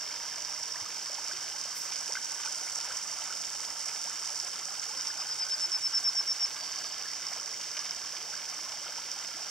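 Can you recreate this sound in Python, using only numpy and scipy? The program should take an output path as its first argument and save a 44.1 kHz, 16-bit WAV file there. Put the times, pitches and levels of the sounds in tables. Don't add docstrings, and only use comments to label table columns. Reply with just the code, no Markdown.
import sys
import numpy as np
from scipy import signal
from scipy.fft import rfft, irfft
from scipy.io import wavfile

SR = 44100
rng = np.random.default_rng(int(sys.argv[2]) if len(sys.argv) > 2 else 0)


def output_pcm(signal):
    pcm = np.clip(np.atleast_2d(signal).T, -1, 1) * 32767
    wavfile.write(sys.argv[1], SR, np.round(pcm).astype(np.int16))


N = 418940
TIME, BINS = np.arange(N) / SR, np.fft.rfftfreq(N, 1 / SR)


def gain_of(db):
    return 10 ** (np.asarray(db) / 20)


def evened(x):
    return x / np.sqrt(np.mean(x ** 2) + 1e-20)


def spectrum(points):
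    hz, value = np.transpose(points)
    return np.interp(np.log(BINS + 1), np.log(hz + 1), value)


def follow(rows):
    times, *columns = np.transpose(rows)
    return [np.interp(TIME, times, column) for column in columns]


def add(mix, start_s, sound):
    part = mix[max(round(start_s * SR), 0):][:len(sound)]
    part += sound[:len(part)]


def drift(hz):
    return evened(irfft(rfft(rng.standard_normal(N)) / (1 + (BINS / hz) ** 4), N))


def coloured(x, db):
    cepstrum = irfft(np.log(gain_of(db)), N)
    cepstrum[1:N // 2] *= 2
    cepstrum[N // 2 + 1:] = 0
    return irfft(rfft(x) * np.exp(rfft(cepstrum, N)), N)


# (frequency [Hz], likeness [0-1])
PORT_LIKENESS = [(100, 0.45), (900, 0.97), (3400, 1), (4000, 0.8), (5400, 0.99), (6700, 1), (8000, 0.87),
                 (15000, 0.94)]
# (frequency [Hz], left minus right [dB])
PORT_LOUDER_SIDE = [(1000, 1.5), (3300, -1), (4000, -3.5), (4700, -3.5), (5300, -6), (6800, -8.5),
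                    (8000, -3.5), (10000, -2), (12500, 1), (15000, 3)]
# (frequency [Hz], lead [radians])
PORT_LEFT_LEAD = [(1000, .03), (3400, 0.023), (4200, 0.17), (5200, 0.73), (6200, 1.23), (7100, 2.1),
                  (10000, 3.1), (14000, 2.7)]
def ports(direct, scattered):
    direct, scattered = rfft(direct), rfft(scattered)
    same = np.clip(spectrum(PORT_LIKENESS), 0, 1)
    lean = gain_of(spectrum(PORT_LOUDER_SIDE) / 2) * np.exp(.5j * spectrum(PORT_LEFT_LEAD))
    left = same * direct + np.sqrt(1 - same ** 2) * scattered
    return irfft(np.array([left * lean, direct / lean]), N)


# (frequency [Hz], relative level [dB])
AIR_TONE = [(10, -11), (25, -3), (55, -1.5), (130, 2.5), (300, 3), (700, 3), (2000, -18), (6000, 2),
            (10000, -8.5), (15500, -11)]
def air(level_db=-53.5, shared=0.45):
    noise = rng.standard_normal((2, N)) + shared * rng.standard_normal(N)
    return gain_of(level_db) * evened(coloured(noise, spectrum(AIR_TONE)))


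def fuzzy_tone(hz, width_hz):
    phase = 2 * np.pi * np.cumsum(hz) / SR
    return evened(drift(width_hz) * np.cos(phase) + drift(width_hz) * np.sin(phase))


# (time [s], pitch [Hz], relative level [dB])
MOTOR_WHINE = [(0, 957, -53), (.7, 962, -53), (1.4, 947, -65), (2.4, 931, -56), (4.1, 915, -57),
               (5.2, 936, -77), (7.5, 922.7, -62), (9.5, 923, -61)]
def motor(whine_db=-5, hum_db=-13, hum_ratio=.64):
    hz, db = follow(MOTOR_WHINE)
    whine = gain_of(whine_db) * fuzzy_tone(hz, width_hz=34)
    hum = gain_of(hum_db) * fuzzy_tone(hum_ratio * hz, width_hz=19)
    return gain_of(db) * (whine + hum)


# (time [s], middle pitch [Hz], relative level [dB])
HOLLOW_BAND = [(0, 1604, -64), (2.1, 1552, -58), (2.7, 1412, -56.5), (3.3, 1337, -58), (4.5, 1372, -59),
               (5.6, 1502, -55.5), (7, 1657, -59), (8, 1543, -75), (9.5, 1350, -55)]
def hollow_band(level_db=-1):
    hz, db = follow(HOLLOW_BAND)
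    return gain_of(level_db + db) * fuzzy_tone(hz, width_hz=73)


# (frequency [Hz], relative level [dB])
SPLASH_TONE = [(200, -28), (700, -9.5), (1500, -2.5), (2200, 0), (3200, 2), (4500, 2.5), (6500, 7.5),
               (8000, 2), (9200, 0.5), (11000, -6), (15500, -14.5)]
def patter(per_s, spread_db, fizz_db, clump_db, clump_hz):
    sizes = gain_of(spread_db * np.minimum(rng.exponential(1, N), 4))
    landing = rng.random(N) < per_s / SR
    droplets = evened(sizes * landing * rng.choice([-1., 1.], (2, N)))
    fizz = gain_of(fizz_db) * evened(rng.standard_normal((2, N)))
    clumped = (droplets + fizz) * gain_of(clump_db * drift(clump_hz))
    return evened(coloured(ports(*clumped), spectrum(SPLASH_TONE)))


# (time [s], relative level [dB], brightness [dB])
SPRAY_LAP = [(0, -45, -10.5), (1.2, -45.5, -6.5), (2.6, -44.7, -3), (4.1, -46, -3), (5.5, -46, -5.5),
             (7, -45.5, -9.5), (9.5, -47, -9)]
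def spray(surge_db, churn_db, tapping_db=-44, treble_db=-1):
    loud_db, bright_db = follow(SPRAY_LAP)
    coarse_share = 1 / (1 + (BINS / 4200) ** 10)
    coarse = patter(per_s=800, spread_db=4.2, fizz_db=0.5, clump_db=1.9, clump_hz=60)
    coarse = irfft(rfft(coarse) * np.sqrt(coarse_share), N)
    fine = patter(per_s=1800, spread_db=4.0, fizz_db=-1, clump_db=1.97, clump_hz=109)
    fine = irfft(rfft(fine) * np.sqrt(1 - coarse_share), N)
    treble = irfft(rfft(fine) / (1 + (6500 / (BINS + 1)) ** 12), N)
    treble_gain = gain_of(treble_db + bright_db - bright_db.mean())
    tapping = gain_of(tapping_db + 0.85 * churn_db) * coarse
    sizzle = gain_of(loud_db + surge_db) * (fine + (treble_gain - 1) * treble)
    return tapping + sizzle


def bubble(hz, life_s, rise_octaves):
    age = np.arange(int(2 * life_s * SR) + 2) / (life_s * SR)
    phase = 2 * np.pi * np.cumsum(hz * (1 + (2 ** rise_octaves - 1) * age)) / SR
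    swell = age * np.exp(-age / 0.25)
    return swell / swell.max() * np.sin(phase)


# (frequency [Hz], relative level [dB])
WASH_TONE = [(100, -27.5), (350, -15), (700, -6), (1000, -0.5), (1600, 2), (2400, -5), (4000, -17.5),
             (8000, -15)]
def gurgle(churn_db, count=4200, bubbles_db=-52, wash_db=-53, patchy_db=2, softer_db_per_octave=7.5):
    bubbles = np.zeros(N)
    for when, pitch_pick, ring, rise, luck in rng.random((count, 5)):
        hz = np.interp(pitch_pick, [0, .1, .3, .65, .9, 1], [260, 520, 820, 1400, 1900, 3000])
        db = 3.2 * min(-np.log(luck + 1e-9), 3)
        db -= softer_db_per_octave * max(np.log2(1000 / hz), 0)
        life_s = (5 + 18 * ring ** 2) / hz
        add(bubbles, when * N / SR, gain_of(db) * bubble(hz, life_s, 0.835 * rise))
    wash = evened(coloured(rng.standard_normal((2, N)), spectrum(WASH_TONE)))
    wash *= gain_of(wash_db + patchy_db * drift(28))
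    water = gain_of(bubbles_db) * evened(bubbles) + wash[0]
    return ports(water, wash[1]) * gain_of(churn_db)


# (time [s], relative level [dB])
SHARP_DROPS = [(0.449, -25), (0.7217, -26), (2.123, -22.5), (2.132, -27), (2.781, -26), (3.8073, -28),
               (4.4, -23), (4.7965, -23), (5.0102, -24.5), (5.0714, -21.5), (5.7193, -23), (6.7594, -27),
               (7.2676, -25.5), (7.792, -24.5), (7.909, -25), (9.116, -23.5)]
def drops(level_db=-6.5, tick_hz=5500, fade_s=.0003):
    ticks, t = np.zeros(N), TIME[:800]
    tick = np.cos(2 * np.pi * tick_hz * t) * np.exp(-t / fade_s)
    for start_s, db in SHARP_DROPS:
        for delay_s, share in [(0, 1), (rng.uniform(.001, .002), .45), (rng.uniform(.003, .005), .3)]:
            add(ticks, start_s + delay_s, share * gain_of(level_db + db) * tick)
    return coloured(ticks, spectrum(SPLASH_TONE))


# (time [s], relative level [dB], starting pitch [Hz])
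BIG_BUBBLES = [(.758, -31.5, 1750), (1.096, -41.5, 474), (1.182, -36.5, 787), (1.312, -32.5, 1496),
               (2.09, -40, 344), (2.102, -40, 770), (2.152, -29, 1400), (2.154, -35, 2050),
               (2.169, -27, 1445), (2.473, -34, 1344), (2.91, -34, 1430), (3.304, -35, 1350),
               (3.323, -35, 1280), (5.102, -35, 1600), (7.055, -34.5, 1640), (7.315, -39.5, 588),
               (8.13, -45, 443), (8.339, -36.5, 1466), (8.865, -36.5, 1290), (8.885, -44, 450),
               (8.98, -38.5, 790)]
def plops(level_db=-2):
    sound = np.zeros(N)
    for start_s, db, hz in BIG_BUBBLES:
        size = 1000 / hz
        plop = bubble(hz, life_s=0.0123 * size ** .6, rise_octaves=0.353 * size ** 1.12)
        add(sound, start_s, gain_of(level_db + db) * plop)
    return sound


def bump(start_s=.815, level_db=-53):
    sound = np.zeros(N)
    add(sound, start_s, gain_of(level_db) * bubble(hz=105, life_s=0.029, rise_octaves=0))
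    return sound


# (time [s], change in spray [dB], change in churn [dB])
RIPPLES = [(1.32, 0, 2), (2.44, 0, 1), (2.91, -2, 3), (3.9, 0.5, 1), (4.39, 2, 0), (5.04, 1.5, 0.5),
           (5.22, -1, 1.5), (5.62, 2, 2), (6.2, 0, 1), (6.77, 1, 1.5), (7.34, 0, 1), (7.82, 0.5, 0.5),
           (8.88, -1, 0)]
def surges(rise_s=0.065, fall_s=0.061):
    change_db = np.zeros((2, N))
    for peak_s, spray_db, churn_db in RIPPLES:
        width_s = np.where(TIME < peak_s, rise_s, fall_s)
        change_db += np.outer([spray_db, churn_db], np.exp(-((TIME - peak_s) / width_s) ** 2))
    return change_db


# (time [s], level [dB])
HISS_SWELL = [(1.72, -85), (1.75, -52), (1.782, -46), (1.81, -53), (1.85, -55), (1.92, -78)]
# (frequency [Hz], relative level [dB])
HISS_TONE = [(3000, -18), (7000, -5), (10000, 0), (15000, -1), (16000, -12)]
def hiss():
    noise = evened(coloured(rng.standard_normal((2, N)), spectrum(HISS_TONE)))
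    return noise * gain_of(follow(HISS_SWELL)[0])


# (time [s], relative level [dB])
WATER_SLAPS = [(1.92, -24), (2.1535, -26), (2.4329, -26), (2.4567, -26.5), (3.2194, -29), (3.8866, -30),
               (4.8314, -26), (7.7682, -24), (7.86, -26), (8.1663, -26), (8.7201, -27.5)]
def slaps(level_db=-4, fade_s=0.008, cutoff_hz=3300):
    bursts, t = np.zeros(N), TIME[:800]
    for start_s, db in WATER_SLAPS:
        add(bursts, start_s, gain_of(level_db + db) * rng.standard_normal(len(t)) * np.exp(-t / fade_s))
    dulled = signal.sosfilt(signal.butter(2, cutoff_hz, fs=SR, output="sos"), bursts)
    return coloured(dulled, spectrum(SPLASH_TONE))


# (time [s], relative level [dB], middle pitch [Hz])
BIRD_TRILL = [(4.96, -34, 5090), (5.17, -33, 5050), (5.39, -26, 5066), (5.82, -23.7, 5357),
              (6.04, -21, 5380), (6.27, -24, 5445), (6.39, -23, 5410)]
def trill(waver, level_db=-13, first_s=4.958, spacing_s=.1077, count=14):
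    progress = np.linspace(0, 1, count)
    starts = first_s + spacing_s * np.arange(count) + .036 * progress ** 11
    lengths = np.linspace(0.0591, 0.073, count)
    times, *columns = np.transpose(BIRD_TRILL)
    levels, pitches = (np.interp(starts, times, column) for column in columns)
    falls = 283 + 11 * (levels - levels.max())
    falls *= 1 + .2 * rng.uniform(-1, 1, count)
    song = np.zeros(N)
    for start_s, length_s, db, hz, fall_hz in zip(starts, lengths, levels, pitches, falls):
        age = np.linspace(0, 1, int(length_s * SR))
        pitch = hz - fall_hz * (age - .5) + waver[int(start_s * SR):][:len(age)]
        swell = np.interp(age, [0, .3, .78, .88, 1], [0.21, 0.66, 0.85, 0.28, 0.054])
        add(song, start_s, gain_of(level_db + db) * swell * np.sin(2 * np.pi * np.cumsum(pitch) / SR))
    return song


# (time [s], pitch [Hz], level [dB])
BIRD_WHISTLES = [
    [(6.54, 4720, -70), (6.6, 4640, -53), (6.7, 4605, -57), (6.78, 4595, -54), (6.92, 4580, -59),
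     (7.03, 4590, -60), (7.11, 4605, -55), (7.22, 4590, -70)],
    [(7.45, 7450, -65), (7.6, 6720, -51), (7.72, 6130, -57), (7.86, 5650, -61), (8, 5200, -71)],
]
def whistles(waver):
    song = np.zeros(N)
    for rows in BIRD_WHISTLES:
        hz, db = follow(rows)
        singing = (TIME > rows[0][0]) & (TIME < rows[-1][0])
        song += singing * gain_of(db) * np.sin(2 * np.pi * np.cumsum(hz + .5 * waver) / SR)
    return song


def bird(waver_hz=29, echo_db=-23, echo_s=0.44, right_delay_s=.000023):
    waver = waver_hz * drift(145)
    song = trill(waver) + whistles(waver)
    tail = rng.standard_normal((2, SR // 2)) * gain_of(-60 * TIME[:SR // 2] / echo_s)
    echo = signal.fftconvolve(song[None], tail / np.linalg.norm(tail[0]), axes=1)[:, :N]
    right = irfft(rfft(song) * np.exp(-2j * np.pi * BINS * right_delay_s), N)
    return np.array([song, right]) + gain_of(echo_db) * echo


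def scene():
    surge_db, churn_db = surges()
    boat = spray(surge_db, churn_db) + gurgle(churn_db) + motor()
    hollow = hollow_band()
    splashes = ports(drops() + plops() + slaps(), scattered=np.zeros(N))
    return boat + hollow + splashes + bird() + air() + bump() + hiss()


# (frequency [Hz], half width [Hz], boost or cut [dB])
MICROPHONE_CASE = [(1875, 68, -7.5), (2180, 160, 3), (2710, 210, -0.5), (3080, 280, 4.5), (3420, 133, -4.5),
                   (3580, 100, 1.5), (4064, 270, -8.5), (4826, 83, -14), (5257, 1057, 14), (7955, 800, 8)]
def record(dry, cutoff_hz=15750):
    case_db = sum(db * np.exp(-((BINS - hz) / width) ** 2) for hz, width, db in MICROPHONE_CASE)
    low_pass = signal.firwin(1023, cutoff_hz, window=("kaiser", 9), fs=SR)
    return signal.oaconvolve(coloured(dry, case_db), low_pass[None], "same")


dry = scene()
out = record(dry)
output_pcm(out)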